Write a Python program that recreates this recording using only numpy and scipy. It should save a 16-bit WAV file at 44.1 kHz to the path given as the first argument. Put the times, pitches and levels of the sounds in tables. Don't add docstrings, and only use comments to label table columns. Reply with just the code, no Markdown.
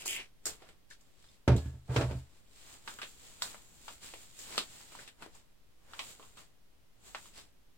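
import sys
import numpy as np
from scipy import signal
from scipy.fft import rfft, irfft
from scipy.io import wavfile
from scipy.ndimage import uniform_filter1d

SR = 44100
rng = np.random.default_rng(int(sys.argv[2]) if len(sys.argv) > 2 else 0)


def persist_wave(psi):
    counts = np.round(np.clip(psi, -1, 1) * 32767).astype(np.int16)
    wavfile.write(sys.argv[1], SR, np.atleast_2d(counts).T)


N = 342877
PORT_HZ, PORT_WIDTH_HZ = 7280, 1600
LAG_SAMPLES = 5


def undb(db):
    return 10 ** (np.asarray(db) / 20)


def unit(x):
    return x / np.sqrt(np.mean(x ** 2))


def band(x, hz, width_hz):
    return signal.lfilter(*signal.iirpeak(hz, hz / width_hz, fs=SR), x)


def track(rows, rest):
    times, *columns = np.transpose(rows)
    return [np.interp(np.arange(N) / SR, times, c, left=rest, right=rest) for c in columns]


def fall(t, t60):
    return np.exp(-np.log(1000) * t / t60)


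def ring_modes(modes, t):
    return np.array([undb(db) * fall(t, t60) * np.sin(2 * np.pi * hz * t) for hz, db, t60 in modes])


def port_noise(n, alike):
    shared, own = rng.standard_normal(n), rng.standard_normal((2, n))
    return np.sqrt(alike) * np.array([shared, np.roll(shared, LAG_SAMPLES)]) + np.sqrt(1 - alike) * own


def grains(rate_hz, spread_db):
    step = int(SR / rate_hz)
    sizes = undb(spread_db * rng.exponential(size=N // step + 1))
    return unit(uniform_filter1d(np.repeat(sizes, step)[:N], step))


def add(out, start_s, piece):
    i = int(start_s * SR)
    out[..., i:i + piece.shape[-1]] += piece[..., :N - i]


def room_tone():
    curve_hz = [12, 30, 70, 140, 300, 700, 1600, 3200, 8000, 16000]
    curve_db = [0, -6.5, -16, -25, -24, -29, -31.5, -31, -37.5, -37]
    hz = np.maximum(np.fft.rfftfreq(N, 1 / SR), 1)
    colour = undb(np.interp(np.log(hz), np.log(curve_hz), curve_db))
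    alike = 0.21 / (1 + (hz / 900) ** 2)
    shared, own = rfft(rng.standard_normal(N)), rfft(rng.standard_normal((2, N)))
    spectrum = colour * (np.sqrt(alike) * shared + np.sqrt(1 - alike) * own)
    return undb(-65) * unit(irfft(spectrum, N))


def stroke_envelopes():
    # full_level_at_s, rise_s, hold_s, fade_s, hiss_db, weave_db, folds_db
    strokes = [(0.061, 0.31, 0.15, 0.069, -69, -53, -55), (0.485, 0.034, 0.0088, 0.088, -47, -48.5, -50.5),
               (0.614, 0.059, 0.069, 0.13, -81, -71, -64), (0.912, 0.018, 0.014, 0.053, -80, -55.5, -77),
               (1.003, 0.06, .08, 0.26, -77, -75, -81), (1.202, 0.13, 0.15, 0.092, -73.5, -69, -78),
               (1.567, 0.071, 0.097, 0.17, -63.5, -65.5, -62.5),
               (1.95, 0.074, 0.047, 0.17, -52.5, -50, -70), (2.099, .1, 0.077, 0.16, -64, -64, -64),
               (2.356, 0.18, 0.041, 0.075, -71, -70.5, -72.5), (2.576, 0.15, 0.064, .15, -62, -61, -69.5),
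               (2.7, .15, 0.036, 0.15, -56.5, -58, -60.5), (2.889, 0.069, 0.03, 0.17, -53, -55.5, -57.5),
               (3.045, 0.23, 0.043, 0.23, -56.5, -59.5, -68.5), (3.237, 0.15, 0.057, 0.35, -58, -59, -64.5),
               (3.447, 0.08, 0.026, 0.19, -48.5, -50.5, -54), (3.658, 0.27, 0.1, 0.18, -64, -73, -74.5),
               (3.889, 0.23, 0.046, 0.11, -55, -57.5, -63.5), (4.031, 0.04, 0.032, 0.32, -52.5, -52, -59.5),
               (4.19, 0.17, 0.046, 0.14, -57, -62, -68.5), (4.409, 0.13, 0.032, 0.5, -51, -53, -74),
               (4.53, 0.13, 0.075, 0.094, -51, -49, -49), (4.72, 0.14, 0.088, 0.28, -56.5, -57.5, -63.5),
               (4.956, 0.16, 0.078, 0.068, -58, -56.5, -59), (5.078, .08, .01, 0.035, -71, -57, -64),
               (5.22, 0.045, 0.022, 0.087, -66, -63, -54.5), (5.35, 0.087, .02, 0.11, -65, -63.5, -66),
               (5.914, 0.11, 0.11, 0.11, -72, -72, -60), (6.018, 0.14, 0.092, 0.096, -52, -54.5, -60.5),
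               (6.209, 0.13, 0.064, 0.18, -62, -65.5, -67.5), (6.386, 0.051, 0.023, 0.083, -59, -58, -59.5),
               (7.068, 0.069, 0.018, 0.12, -56, -59, -61.5), (7.172, .1, 0.1, .12, -58.5, -61, -67),
               (7.375, 0.056, 0.017, 0.088, -57.5, -52.5, -57.5)]
    ramp_db = 20
    t, power = np.arange(N) / SR, 1e-14
    for full_s, rise_s, hold_s, fade_s, *levels_db in strokes:
        ramps_away = np.maximum((full_s - t) / rise_s, 0) + np.maximum((t - full_s - hold_s) / fade_s, 0)
        power = power + np.outer(undb(levels_db) ** 2, undb(-ramp_db * ramps_away) ** 2)
    return np.sqrt(power)


def cloth_rustle():
    hiss_gain, weave_gain, folds_gain = stroke_envelopes()
    friction = port_noise(N, alike=0.17) * grains(rate_hz=500, spread_db=1.34)
    sheen = unit(band(band(friction, 18100, 13000), 12500, 8600))
    hiss = unit(unit(band(friction, PORT_HZ, PORT_WIDTH_HZ)) + .5 * sheen)
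    weave = unit(band(band(friction, 2600, 5900), 4630, 4900))
    crumple = grains(rate_hz=900, spread_db=1.2)
    folds = unit(band(port_noise(N, alike=0.29) * crumple, 540, 1400))
    rumble = unit(band(port_noise(N, alike=0.17), 44, 89.5))
    loudness = uniform_filter1d(np.hypot(hiss_gain, folds_gain) / undb(-53), int(0.027 * SR))
    rumble_gain = np.hypot(undb(-71.5), undb(-64) * np.abs(loudness) ** 0.41)
    return hiss_gain * hiss + weave_gain * weave + folds_gain * folds + rumble_gain * rumble


def ticks():
    # start_s, body_db, pitch_hz, sharpness_q, upper_hz, upper_db,
    # treble_db, thump_db, tail_db (relative to the ping), pan_db (left minus right)
    hits = [(0.059, -38.5, 775, 1.5, 2560, -39, -32, -49, -24, -2),
            (0.4555, -36.5, 1540, 1.3, 4270, -48, -21, -44.5, -22.5, 2),
            (0.465, -36, 1440, 3.5, 4370, -50, -27.5, -39, -17.5, -1.5),
            (0.621, -52, 664, 2.5, 2670, -50, -65, -51, -17.5, -1),
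            (0.689, -50, 2260, 0.92, 3440, -61, -56.5, -55.5, -16, -2),
            (0.902, -57, 1740, 3.4, 3190, -78, -53.5, -71, -14.5, 3),
            (0.91, -45, 1670, 3.8, 2710, -62, -64, -59, -18.5, 2),
            (0.92, -66, 1740, 2.0, 3120, -58, -58, -64, -21, -3),
            (1.009, -80, 630, 2.0, 3530, -69, -58.5, -78, -16, -1),
            (1.242, -54, 1140, 1, 3600, -53.5, -85, -79, -20.5, -1),
            (1.564, -47, 630, 3.2, 3720, -35, -35.5, -56, -22, -1),
            (1.579, -64, 514, 2.0, 4200, -49, -64, -45, -10.5, -2),
            (2.8764, -28.5, 1230, 0.98, 2820, -35.5, -47, -47, -20, -1),
            (2.988, -38.5, 1400, 2.6, 2300, -43, -57, -53, -17, 1),
            (3.017, -30, 1530, 1.2, 2650, -30.5, -45, -64, -21, -0.5),
            (3.03, -67, 1600, 2.2, 2800, -37.5, -52, -47, -15.5, 0),
            (3.421, -24, 1400, 1.1, 4070, -20.5, -24, -70, -21.5, -1),
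            (3.545, -39.5, 940, 0.7, 2400, -52, -55, -65, -21, 2),
            (3.881, -36.5, 1040, 0.98, 2660, -39, -61, -61, -17.5, 3),
            (4.138, -40, 610, 1.1, 2360, -38, -48, -61, -20, 1),
            (4.39, -54, 2160, 2.0, 3400, -67, -44, -57, -14.5, 0.5),
            (4.416, -60, 2000, 2.0, 3400, -48, -38, -63, -24, 3),
            (4.579, -25, 1235, 4.2, 3660, -15.5, -26.5, -27.5, -22, 0.5),
            (4.807, -46, 977, 1.2, 3100, -59, -65, -72.5, -25, 0.5),
            (4.921, -51, 1220, 2.9, 2570, -47, -49, -54.5, -19, 3),
            (4.951, -40.5, 990, 2.2, 3540, -50, -55, -69, -23, -1),
            (4.989, -47, 1710, 2.9, 2330, -67, -57, -53, -12, 0),
            (5.077, -56.5, 1900, 1.8, 3040, -48.5, -55, -61.5, -11, 2),
            (5.223, -37.5, 1090, 0.96, 2430, -43, -50, -46, -18.5, 2),
            (5.262, -64, 720, 2.2, 2760, -67, -71, -43.5, -20.5, 3),
            (5.349, -62, 894, 2.8, 2720, -68, -58.5, -70, -10.5, 5),
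            (5.935, -36, 1220, 1.3, 2620, -38.5, -53, -69, -22, 0.5),
            (5.992, -35.5, 1040, 2.3, 2720, -29, -48, -75, -16, -0.5),
            (6.196, -52, 1060, 5.3, 2360, -56, -64, -47, -15.5, -2),
            (6.226, -52, 1020, 2.7, 2570, -54, -69, -78, -13.5, -2),
            (6.372, -51.5, 1170, 1.8, 2740, -50, -59, -56, -12, 1),
            (7.148, -25.5, 1110, 0.8, 2350, -38, -67, -61, -23.5, -2),
            (7.257, -49.5, 1030, 2.3, 3760, -47, -59, -66, -26, 3)]
    out, t = np.zeros((2, N)), np.arange(SR // 3) / SR
    edge = np.zeros((2, len(t)))
    edge[0, 0] = edge[1, LAG_SAMPLES] = 1
    tail_shape = (1 + 2.64 * fall(t, 0.091)) * fall(t, 0.47) * np.exp(-(t / 0.063) ** 4)
    for start_s, body_db, pitch_hz, q, upper_hz, upper_db, treble_db, thump_db, tail_db, pan_db in hits:
        resonances = [(body_db, pitch_hz, pitch_hz / q), (upper_db, upper_hz, 2000),
                      (treble_db, PORT_HZ, PORT_WIDTH_HZ), (treble_db - 6.5, 10500, 7000),
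                      (treble_db - 4, 5600, 2000), (thump_db, 400, 450)]
        pan = undb([[pan_db / 2], [-pan_db / 2]])
        noise = port_noise(len(t), alike=0.21)
        for db, hz, width_hz in resonances:
            ping = band(band(band(edge, hz, width_hz), hz, 2 * width_hz), hz, 2 * width_hz)
            tail = undb(tail_db) * tail_shape * unit(band(band(noise, hz, width_hz), hz, 2 * width_hz))
            add(out, start_s, undb(db) * pan * (ping / np.abs(ping).max() + tail))
    return out


def chink():
    # pitch_hz, level_db, t60_s
    modes = [(3610, -58, 0.052), (5160, -60, .04)]
    out, t = np.zeros((2, N)), np.arange(SR // 10) / SR
    add(out, 1.288, ring_modes(modes, t).sum(axis=0))
    return out


def tinkle():
    # pitch_hz, gain_db
    modes = [(1680, -58), (1722, -62)]
    out, t = np.zeros((2, N)), np.arange(SR // 2) / SR
    swell = (1 - fall(t, .3)) * fall(t, .7) * np.exp(-(t / .2) ** 4)
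    shimmer = sum(undb(db) * np.sin(2 * np.pi * hz * t) for hz, db in modes)
    add(out, 1.57, swell * shimmer)
    return out


def trigger():
    # pitch_hz, relative_db, t60_s
    bottle_modes = [(367, -9, .12), (434, -3, 0.17), (630, -6, .15), (1378, -1.5, 0.09), (1820, -6, 0.054)]
    # start_s, gain_db
    jolts = [(0.058, -56), (0.456, -54), (0.465, -48), (0.49, -56), (0.62, -60), (0.69, -62)]
    out, t = np.zeros((2, N)), np.arange(SR // 4) / SR
    ring = ring_modes(bottle_modes, t).sum(axis=0)
    for start_s, gain_db in jolts:
        add(out, start_s, undb(gain_db) * np.array([ring, np.roll(ring, LAG_SAMPLES)]))
    return out


def squeak():
    # time_s, gain_db, centre_hz, treble_gain_db
    squeeze = [(0.0, -60, 2640, 4), (0.01, -54.5, 2750, 5), (0.052, -65, 2650, -1),
               (0.056, -64.5, 2660, 23.5), (0.082, -42.5, 2900, 4.5), (0.166, -45, 2610, -0.5),
               (0.212, -51.5, 2420, -16), (0.3, -87, 2450, -2)]
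    gain_db, centre_hz, treble_gain_db = track(squeeze, rest=-120)
    sputter = port_noise(N, alike=0.48) * grains(rate_hz=530, spread_db=1.95)
    slide = sum(np.exp(-((centre_hz - hz) / 350) ** 2) * unit(band(band(sputter, hz, 780), hz, 780))
                for hz in range(1800, 3700, 300))
    body = 0.13 * unit(band(sputter, 900, 1200)) + 0.15 * unit(band(sputter, 367, 80))
    treble = unit(band(sputter, PORT_HZ, PORT_WIDTH_HZ))
    treble += 0.32 * unit(band(sputter, 12000, 7000)) + 0.42 * unit(band(sputter, 5100, 940))
    return undb(gain_db) * (1.33 * slide + body + undb(treble_gain_db) * treble)


def bottle_on_desk():
    # start_s, strength_db, contact_ms, frame_sway_db,
    # place (0-1 across the top), rattle_db, rattle_t60_s
    blows = [(1.478, -13.5, 1.36, -5, .3, -31.5, 0.092), (1.49, -15.5, 2.05, -10, 0.4, -51, 0.12),
             (1.502, -18.5, 2.04, -11, 0.18, -48, 0.2), (1.518, -16.5, 3, -6, 0.34, -46.5, 0.21),
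             (1.553, -15.5, 2.5, -12, 0.43, -64, 0.1), (1.658, -26.5, 3.5, -2.5, .3, -63, 0.21),
             (1.741, -34.5, 4.5, -8, 0.29, -75, 0.21), (1.892, -24, 4.4, -14, 0.5, -80, 0.45),
             (1.962, -26, 1.4, 2, 0.6, -30, 0.12), (2.01, -27, 0.48, -4, .45, -39.5, 0.18),
             (2.067, -31.5, 5, 10.5, 0.07, -66, 0.088), (2.111, -33.5, 1.15, 7.5, .4, -51, 0.17),
             (2.151, -25, 4.5, 0, 0.32, -71, 0.22)]
    # pitch_hz, relative_db, t60_s
    desk_modes = [(65.1, -10, 0.2), (77.6, -12, 0.53), (118, -20, 0.3), (128.1, -1, 0.31),
                  (185.6, -11.5, 0.11), (220, -15.5, 0.0764), (270.6, -13, 0.18), (311, -14, 0.12),
                  (363, -9, 0.11), (428, -20, 0.2), (470, -2, 0.035), (578, -9.5, 0.1), (619, -18.5, 0.11),
                  (653, -16, 0.21), (697, -18.5, 0.098), (903, -12, 0.079), (983, -24.5, 0.059),
                  (1122, -24, 0.118), (1314, -20.5, 0.13), (1440, -23, 0.081), (1593, -22.5, 0.1),
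                  (1966, -45, 0.032), (2400, -23, 0.055)]
    # time_s, relative_db
    drags = [
        [(1.47, -125), (1.478, -25), (1.492, -20.5), (1.604, -53.5), (1.8, -66.5)],
        [(1.87, -65), (1.9, -36.5), (1.956, -35.5), (1.964, -25.5), (2.026, -27.5), (2.082, -44), (2.11, -35),
         (2.236, -69), (2.3, -86)],
    ]
    ring, rattle, t = np.zeros((2, N)), np.zeros((2, N)), np.arange(SR // 2) / SR
    modes = ring_modes(desk_modes, t)
    mode_hz, order = np.array(desk_modes)[:, 0], np.arange(len(desk_modes))
    is_frame, is_upper = mode_hz < 100, mode_hz > 800
    pan = undb(np.outer([-1, 1], 1.2 + 1.2 * np.cos(9.8 * order)))
    for start_s, strength_db, contact_ms, sway_db, place, rattle_db, rattle_t60_s in blows:
        push = np.sin(np.pi * np.clip(t[None, :400] * 1000 / contact_ms, 0, 1))
        weights = pan * np.where(is_frame, undb(sway_db), 1 + .5 * np.cos(np.pi * place * order))
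        add(ring, start_s, -undb(strength_db) * signal.fftconvolve(push / push.sum(), weights @ modes))
        add(ring, start_s, undb(rattle_db + 12.5) * (weights * is_upper) @ modes)
        clatter = unit(band(band(port_noise(len(t), alike=0.14), 2000, 2900), 2034, 4720))
        add(rattle, start_s, undb(rattle_db) * fall(t, rattle_t60_s) * clatter)
    drag = sum(undb(track(curve, rest=-120)[0]) for curve in drags)
    friction = undb(-30.5) * drag[None] * rng.standard_normal(N)
    ring += signal.fftconvolve(friction, (pan * ~is_frame) @ modes)[:, :N]
    cutoff_s = 2.202
    ring *= fall(np.maximum(np.arange(N) / SR - cutoff_s, 0), t60=0.42)
    ring = signal.sosfilt(signal.butter(6, 60, "high", fs=SR, output="sos"), ring)
    scuff = undb(-12) * drag * unit(band(band(port_noise(N, alike=.3), 650, 1100), 650, 1100))
    return ring + rattle + scuff


def scene():
    landing = bottle_on_desk() + tinkle()
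    return landing + chink() + ticks() + trigger() + squeak() + cloth_rustle() + room_tone()


def record(dry):
    left_cutoff_hz, top_hz, dc_offset = 13000, 16000, -.0007
    left = signal.lfilter(*signal.butter(2, left_cutoff_hz, fs=SR), dry[0])
    top_cut = signal.ellip(10, .2, 80, top_hz, fs=SR, output="sos")
    return signal.sosfilt(top_cut, [left, dry[1]]) + dc_offset


dry = scene()
out = record(dry)
persist_wave(out)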